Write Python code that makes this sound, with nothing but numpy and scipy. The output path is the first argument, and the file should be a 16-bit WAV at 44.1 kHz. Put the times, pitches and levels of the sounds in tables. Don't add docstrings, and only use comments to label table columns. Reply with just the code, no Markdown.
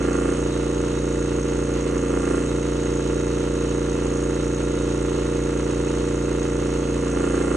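import sys
import numpy as np
from scipy import signal
from scipy.fft import rfft, irfft, next_fast_len
from scipy.io import wavfile
from scipy.ndimage import map_coordinates

SR = 44100
rng = np.random.default_rng(int(sys.argv[2]) if len(sys.argv) > 2 else 0)


def unload_audio(sound):
    columns = np.transpose(np.atleast_2d(sound))
    steps = np.round(np.clip(columns, -1, 1) * 32767)
    wavfile.write(sys.argv[1], SR, steps.astype(np.int16))


N = 333396
FREE_HZ = 29.211

PRESSURE_SURGES = [(.22, .8, .65), (.372, -.35, -.4), (.467, -.58, -.8), (.55, -.7, -.8), (.592, .12, .1),
                   (.683, .52, .2), (.825, .27, .3)]
# (shaft order, free [dB], part load [dB], labouring [dB])
DRONE_PARTIALS = [(2, -30.0, -30.0, -30.0), (3, -48.5, -49.0, -48.0), (4, -40.0, -44.0, -49.5),
                  (5, -32.5, -33.0, -34.5), (6, -46.0, -39.5, -36.5), (7, -38.0, -41.5, -48.0),
                  (8, -37.5, -34.5, -33.5), (9, -42.0, -34.0, -33.0), (10, -30.0, -29.5, -28.5),
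                  (11, -35.5, -42.5, -38.0), (12, -34.5, -33.0, -29.0), (13, -32.5, -34.5, -33.5),
                  (14, -40.5, -38.5, -36.5), (15, -47.5, -46.0, -42.5), (16, -32.0, -31.5, -33.0),
                  (17, -44.0, -42.5, -39.5), (18, -44.0, -43.0, -42.0), (19, -43.5, -42.5, -42.5),
                  (20, -41.0, -43.0, -41.5)]
def drone(turn, load, seat, gain_db=2.5, tilt_db=1.26, flutter=.035, free_chug=.06, hard_chug=.17):
    place, free_push, hard_push = np.transpose(PRESSURE_SURGES)
    chug = free_chug + (hard_chug - free_chug) * load
    knock = seat ** 0.72 * (1 + chug * np.cos(2 * np.pi * (turn - .47)))
    body = np.zeros(N)
    for order, *levels_db in DRONE_PARTIALS:
        k = round(order)
        arrival = np.exp(-2j * np.pi * k * place)
        phase = np.angle((1 - load) * (free_push @ arrival) + load * (hard_push @ arrival))
        level = amp(under_load(load, *levels_db) + tilt_db * k / 20)
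        level *= 1 + flutter * k / 10 * wobble(30)
        body += level * np.cos(2 * np.pi * k * turn + phase) * (knock if k > 6 else 1)
    return amp(gain_db) * body


def shaft(load, drag_hz=.045, lag_turns=.02, wander_turns=.0012):
    return np.cumsum(FREE_HZ - drag_hz * load) / SR - lag_turns * load + wander_turns * wobble(3)


# (peak time [s], hold [s], build-up time constant [s], load [0-1])
LOAD_SPELLS = [(0, 0.3, 0.48, 0.94), (2.198, 0.17, 0.23, 0.94), (4.082, 0.054, 0.075, 0.25),
               (7.193, 0.44, .19, 0.95)]
def labour(release_s=0.13):
    t = np.arange(N) / SR
    load = np.zeros(N)
    for peak, hold, creep, size in LOAD_SPELLS:
        build = np.exp(np.minimum(t - peak, 0) / creep)
        release = np.clip(1 - (t - (peak + hold)) / release_s, 0, 1)
        load += size * build * release
    return np.clip(load, 0, 1)


# (time [s], accent [dB], delay [turns])
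KNOCK_STUMBLES = [(.02, -4, 0), (.09, 1, 0), (.12, -2, 0), (.22, -3, 0), (.29, 1, 0), (.36, -8, .004),
                  (.53, -4, 0), (.94, -3, 0), (1.01, -7, .004), (1.42, -8, .004), (1.66, -9, 0),
                  (1.8, -4, .004), (1.83, -4, 0), (1.97, 4, 0), (2.0, -4, .006), (2.07, -6, .004),
                  (2.14, 2, 0), (2.21, -6, .004), (2.25, -2, 0), (2.28, 1, 0), (2.31, 1.5, 0),
                  (2.42, -2, .008), (2.45, -1, .014), (2.48, -3, .018), (2.62, -3, 0), (3.03, -7, .005),
                  (3.68, -3, .008), (4.09, -7, 0), (4.57, -7, .005), (5.43, -3, 0), (5.77, -2, 0),
                  (6.87, -7, .004), (6.93, -7, .008), (7.0, -5, 0), (7.11, -7, .008), (7.14, -4, .006),
                  (7.24, 1, 0), (7.31, -2, 0), (7.45, -3, 0), (7.48, -2, 0), (7.52, 1, 0)]
def seating(turn, scatter_db=.45, jitter_turns=.0012):
    count = turn.astype(int)
    accent_db, late = rng.standard_normal((2, count[-1] + 1)) * [[scatter_db], [jitter_turns]]
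    for time, db, delay in KNOCK_STUMBLES:
        which = count[min(round(time * SR), N - 1)]
        accent_db[which], late[which] = db, delay
    mid_turn = np.exp(-((turn % 1 - .54) / .14) ** 4)
    return amp(accent_db[count] * mid_turn), late[count] * mid_turn


# (place [turns], free [dB], part load [dB], labouring [dB],
# brightness [dB/octave], timing scatter [turns], level scatter [dB])
CONTACTS = [(.172, -5.5, 2, 2.5, -2.5, .0005, .7), (.387, -20, -8, 2, -8, .001, 1),
            (.465, 1, 1.5, 4, -7, .0015, 1.3), (.53, -8, -6, -3, -8, .003, 1.6),
            (.6, -20, -14, -4, -6, .002, 1.6), (.683, -.5, 0, .5, -5, .001, 1.6)]
# (typical delay [turns], relative level [dB])
BOUNCES = [(0, 0), (.022, -13)]
# (frequency [Hz], width [Hz], relative level [dB])
CASING_MODES = [(735, 53, 2), (869, 11, 4), (1177, 470, 0), (1410, 80, 0.5), (1627, 97, -5.5),
                (1790, 280, -4.5), (2020, 224, -2), (2640, 310, 1.5), (2995, 40, 2.5)]
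def clatter(turn, load, gain_db=-42.0, load_db=-0.5, damping_hz=3200):
    turns, blows = np.arange(int(turn[-1]) + 1), np.zeros(N)
    for place, free_db, part_db, hard_db, bright_db, jitter, scatter_db in CONTACTS:
        hits = np.zeros(N)
        for delay, bounce_db in BOUNCES:
            late, size, flight = rng.standard_normal((3, len(turns)))
            hit_turns = turns + place + jitter * late + delay * amp(2 * flight)
            at = np.interp(hit_turns, turn, np.arange(N)).astype(int)
            hit_db = under_load(load[at], free_db, part_db, hard_db) + load_db * load[at]
            hits += np.bincount(at, amp(hit_db + bounce_db + scatter_db * size) * (at < N - 1), N)
        blows += filtered(hits, lambda hz: contact_spectrum(0, bright_db, hz))
    casing = lambda hz: resonant(CASING_MODES, hz) / (1 + (hz / damping_hz) ** 6)
    return amp(gain_db) * workshop(filtered(blows, casing))


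def contact_spectrum(level_db, bright_db, hz):
    return amp(level_db + bright_db * np.log2(np.clip(hz, 900, 4000) / 1500))


def squelch(turn, load, gain_db=-31, start_hz=1100, end_hz=2000):
    place, length, jitter = .44, .13, .004
    count = turn.astype(int)
    late, accent_db = rng.standard_normal((2, count[-1] + 1))
    progress = np.clip((turn % 1 - place - jitter * late[count]) / length, 0, 1)
    cycles = (start_hz * progress + (end_hz - start_hz) * progress ** 2 / 2) * length / FREE_HZ
    envelope = amp(gain_db + accent_db[count]) * load ** 2 * np.sin(np.pi * progress)
    return envelope * np.sin(2 * np.pi * cycles)


# (shaft order, free [dB], part load [dB], labouring [dB])
WHINE_PARTIALS = [(22, -56, -51, -52), (24, -54, -62, -48), (25, -61, -58, -48), (26, -56, -54, -56),
                  (28, -68, -68, -50), (30, -52, -58, -68), (33, -62, -70, -70), (36, -61, -56, -62),
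                  (38, -62, -58, -52), (40, -57, -50, -53), (41, -70, -64, -51), (42, -66, -58, -51),
                  (43, -59, -58, -66), (44, -59, -66, -54), (47, -55, -57, -49), (48, -54, -55, -43),
                  (49, -57, -59, -62), (56, -65, -66, -59), (57, -62, -63, -68), (66, -63, -70, -63),
                  (88, -62, -64, -63), (103, -65, -66, -70)]
def whine(turn, load, seat, waver_db=0.5, swell=0.13):
    tones = np.zeros(N)
    for order, *levels_db in WHINE_PARTIALS:
        k = round(order)
        hz = k * FREE_HZ
        drive = sum(contact_spectrum(np.array(hit_db), bright_db, hz) * np.exp(-2j * np.pi * k * place)
                    for place, *hit_db, bright_db, _, _ in CONTACTS)
        phase = under_load(load, *np.unwrap(np.angle(drive * resonant(CASING_MODES, hz))))
        level = amp(under_load(load, *levels_db) + waver_db * wobble(6.2))
        tones += level * np.cos(2 * np.pi * k * turn + phase)
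    pulse = seat * (1 + swell * np.cos(2 * np.pi * (turn - .56)))
    return np.sqrt(2) * pulse * tones


# (frequency [Hz], relative level [dB])
OIL_SPECTRUM = [(25, -13), (55, -5), (110, -10), (200, -7.5), (330, -2), (470, 0.5), (620, -8),
                (780, -10.5), (1300, -13.5), (1600, -20.5), (2300, -21.5), (2800, -16), (4600, -23),
                (9000, -44)]
def churn(turn, gain_db=-36, depth=0.028, uneven_db=1.5):
    swell = (1 + depth * np.cos(2 * np.pi * (turn - .62))) * amp(uneven_db * wobble(25))
    return amp(gain_db) * noise(lambda hz: amp(along(OIL_SPECTRUM, hz)), swell)


def exhaust(turn, load, gain_db=-45.0, load_db=2, uneven_db=-0.2, place=.78, decay_turns=0.25):
    envelope = np.exp(-((turn - place) % 1) / decay_turns) * amp(uneven_db * wobble(30))
    puff = noise(lambda hz: resonant(CASING_MODES, hz) / (1 + (hz / 2600) ** 4), envelope)
    return amp(gain_db + load_db * load) * puff


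# (place [turns], half width [turns], relative level [dB])
VANE_SWEEPS = [(.135, .04, -20), (.345, .1, -15.8), (.81, .125, -14.8)]
# (frequency [Hz], width [Hz], relative level [dB])
METAL_MODES = [(3820, 80, -15), (4200, 50, -14), (5790, 70, -8), (6060, 100, -9), (6480, 70, -3),
               (6550, 40, 2.5), (6630, 60, -5), (6820, 90, -3), (7240, 100, -12), (7600, 90, -13),
               (7870, 180, -10), (8530, 130, -4), (8650, 80, -8)]
def vanes(turn, gain_db=-44.5, rolloff_hz=9000, uneven_db=0.93):
    sweeps = sum(amp(db) * np.exp(-(((turn - place + .5) % 1 - .5) / width) ** 4)
                 for place, width, db in VANE_SWEEPS)
    metal = lambda hz: resonant(METAL_MODES, hz) / (1 + (hz / rolloff_hz) ** 10)
    return amp(gain_db) * noise(metal, sweeps * amp(uneven_db * wobble(30)))


# (frequency [Hz], relative level [dB])
AIR_SPECTRUM = [(1500, -37), (2800, -9), (3500, -44), (4150, 5), (4500, -14.5), (5300, -6), (6200, 3),
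                (7400, -1), (8600, 0.5), (9600, -7), (10400, -13), (11400, -43)]
def hiss(gain_db=-47):
    return amp(gain_db) * noise(lambda hz: amp(along(AIR_SPECTRUM, hz)))


def fizz(load, gain_db=-47, centre_hz=8200, width_octaves=0.25, lag_s=0.096):
    pole = np.exp(-1 / (lag_s * SR))
    foam = signal.lfilter([1 - pole], [1, -pole], load)
    band = lambda hz: np.exp(-(np.log2(hz / centre_hz + 1e-9) / width_octaves) ** 2)
    return amp(gain_db) * foam * noise(band)


def whistle(load, gain_db=-54, pitch_hz=3805, choke_load=0.078):
    breath = noise(lambda hz: resonant([(pitch_hz, 95, 0)], hz) ** 2)
    return amp(gain_db) * breath / (1 + load / choke_load)


# (time [s], level [dB])
WHISTLE_CHIRPS = [(.53, -43), (.98, -47), (2.49, -46), (3.03, -50), (4.4, -50)]
def chirps(pitch_hz=3850, waver_hz=35, half_width_s=.016):
    t = np.arange(N) / SR
    envelope = sum(amp(db) * np.exp(-((t - time) / half_width_s) ** 2) for time, db in WHISTLE_CHIRPS)
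    cycles = np.cumsum(pitch_hz + waver_hz * wobble(150)) / SR
    return envelope * np.sqrt(2) * np.sin(2 * np.pi * cycles)


# (frequency [Hz], level [dB])
HUM_TONES = [(119.3, -49), (103.4, -48.5), (53.2, -48.5)]
def hum():
    t = np.arange(N) / SR
    return np.sqrt(2) * sum(amp(db) * np.sin(2 * np.pi * (hz * t + rng.random())) for hz, db in HUM_TONES)


def workshop(x, room_db=-10, t60_s=0.055):
    t = np.arange(SR // 3) / SR
    tail = amp(-60 * t / t60_s) * rng.standard_normal((2, len(t)))
    reflections = signal.fftconvolve(x[None], tail, axes=1)[:, :N]
    return unit(x) + amp(room_db) * spread(reflections, np.ones_like)


# (frequency [Hz], left-right likeness [0-1])
STEREO_LIKENESS = [(200, 0.66), (450, 1), (700, 0.1), (1200, 0.92), (2500, 0.65), (4000, 0.023), (6500, 1),
                   (9000, 0.47)]
def spread(pair, colour):
    def mid_side(hz):
        angle = apart(hz) * np.arccos(np.clip(along(STEREO_LIKENESS, hz), 0, 1)) / 2
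        return colour(hz) * np.array([np.cos(angle), np.sin(angle)])
    mid, side = filtered(pair, mid_side)
    return unit(np.array([mid + side, mid - side]))


# (frequency [Hz], left minus right [dB])
PAN_BALANCE = [(200, 0), (300, -1.6), (350, -1.2), (420, -6), (470, -1.5), (580, 1), (750, -6),
               (1300, -4.3), (2500, -4), (4000, -1), (6500, 1), (10000, 0)]
# (frequency [Hz], left lead [rad])
PAN_PHASE = [(100, 0), (200, -.35), (360, -.45), (410, -1.8), (470, -.3), (560, -1.2), (700, -2.6),
             (950, -5.3), (1380, -5.9), (2580, -6.6), (3500, -8), (5000, -9.4), (5600, -12.5),
             (7400, -12.6), (9000, -13.2)]
def pan(x):
    half = np.array([[.5], [-.5]])
    balance = lambda hz: amp(half * along(PAN_BALANCE, hz))
    lead = lambda hz: apart(hz) * np.angle(np.exp(1j * along(PAN_PHASE, hz)))
    return filtered(x, lambda hz: balance(hz) * np.exp(1j * half * lead(hz)))


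def apart(hz):
    return 1 - np.exp(-(hz / 300) ** 2)


def noise(colour, envelope=1):
    return spread(envelope * rng.standard_normal((2, N)), colour)


def under_load(load, free, part, hard):
    return np.interp(load, [0, 0.33, 1], [free, part, hard])


def resonant(modes, f):
    return sum(amp(db) * 1j * f * w / (hz * hz - f * f + 1j * f * w) for hz, w, db in modes)


def filtered(x, response):
    size = next_fast_len(N + SR // 2)
    return irfft(rfft(x, size) * response(np.fft.rfftfreq(size, 1 / SR)), size)[..., :N]


def wobble(rate):
    return map_coordinates(rng.standard_normal(int(N * rate / SR) + 4), [np.arange(N) * rate / SR])


def along(points, hz):
    freqs, values = np.transpose(points)
    return np.interp(np.log(hz + 1), np.log(freqs + 1), values)


def amp(db):
    return 10 ** (np.asarray(db) / 20)


def unit(x):
    return x / np.sqrt(np.mean(x ** 2) + 1e-20)


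def scene():
    load = labour()
    turn = shaft(load)
    seat, late = seating(turn)
    knock_turn = turn - late
    body = drone(knock_turn, load, seat)
    knocks = seat * (clatter(knock_turn, load) + squelch(knock_turn, load))
    tones = whine(turn, load, seat) + hum()
    air = exhaust(turn, load) + vanes(turn) + hiss() + fizz(load) + whistle(load) + chirps()
    return pan(body + knocks + tones + air + churn(turn))


def record(dry, top_hz=11750):
    return filtered(dry, lambda hz: hz < top_hz)


dry = scene()
out = record(dry)
unload_audio(out)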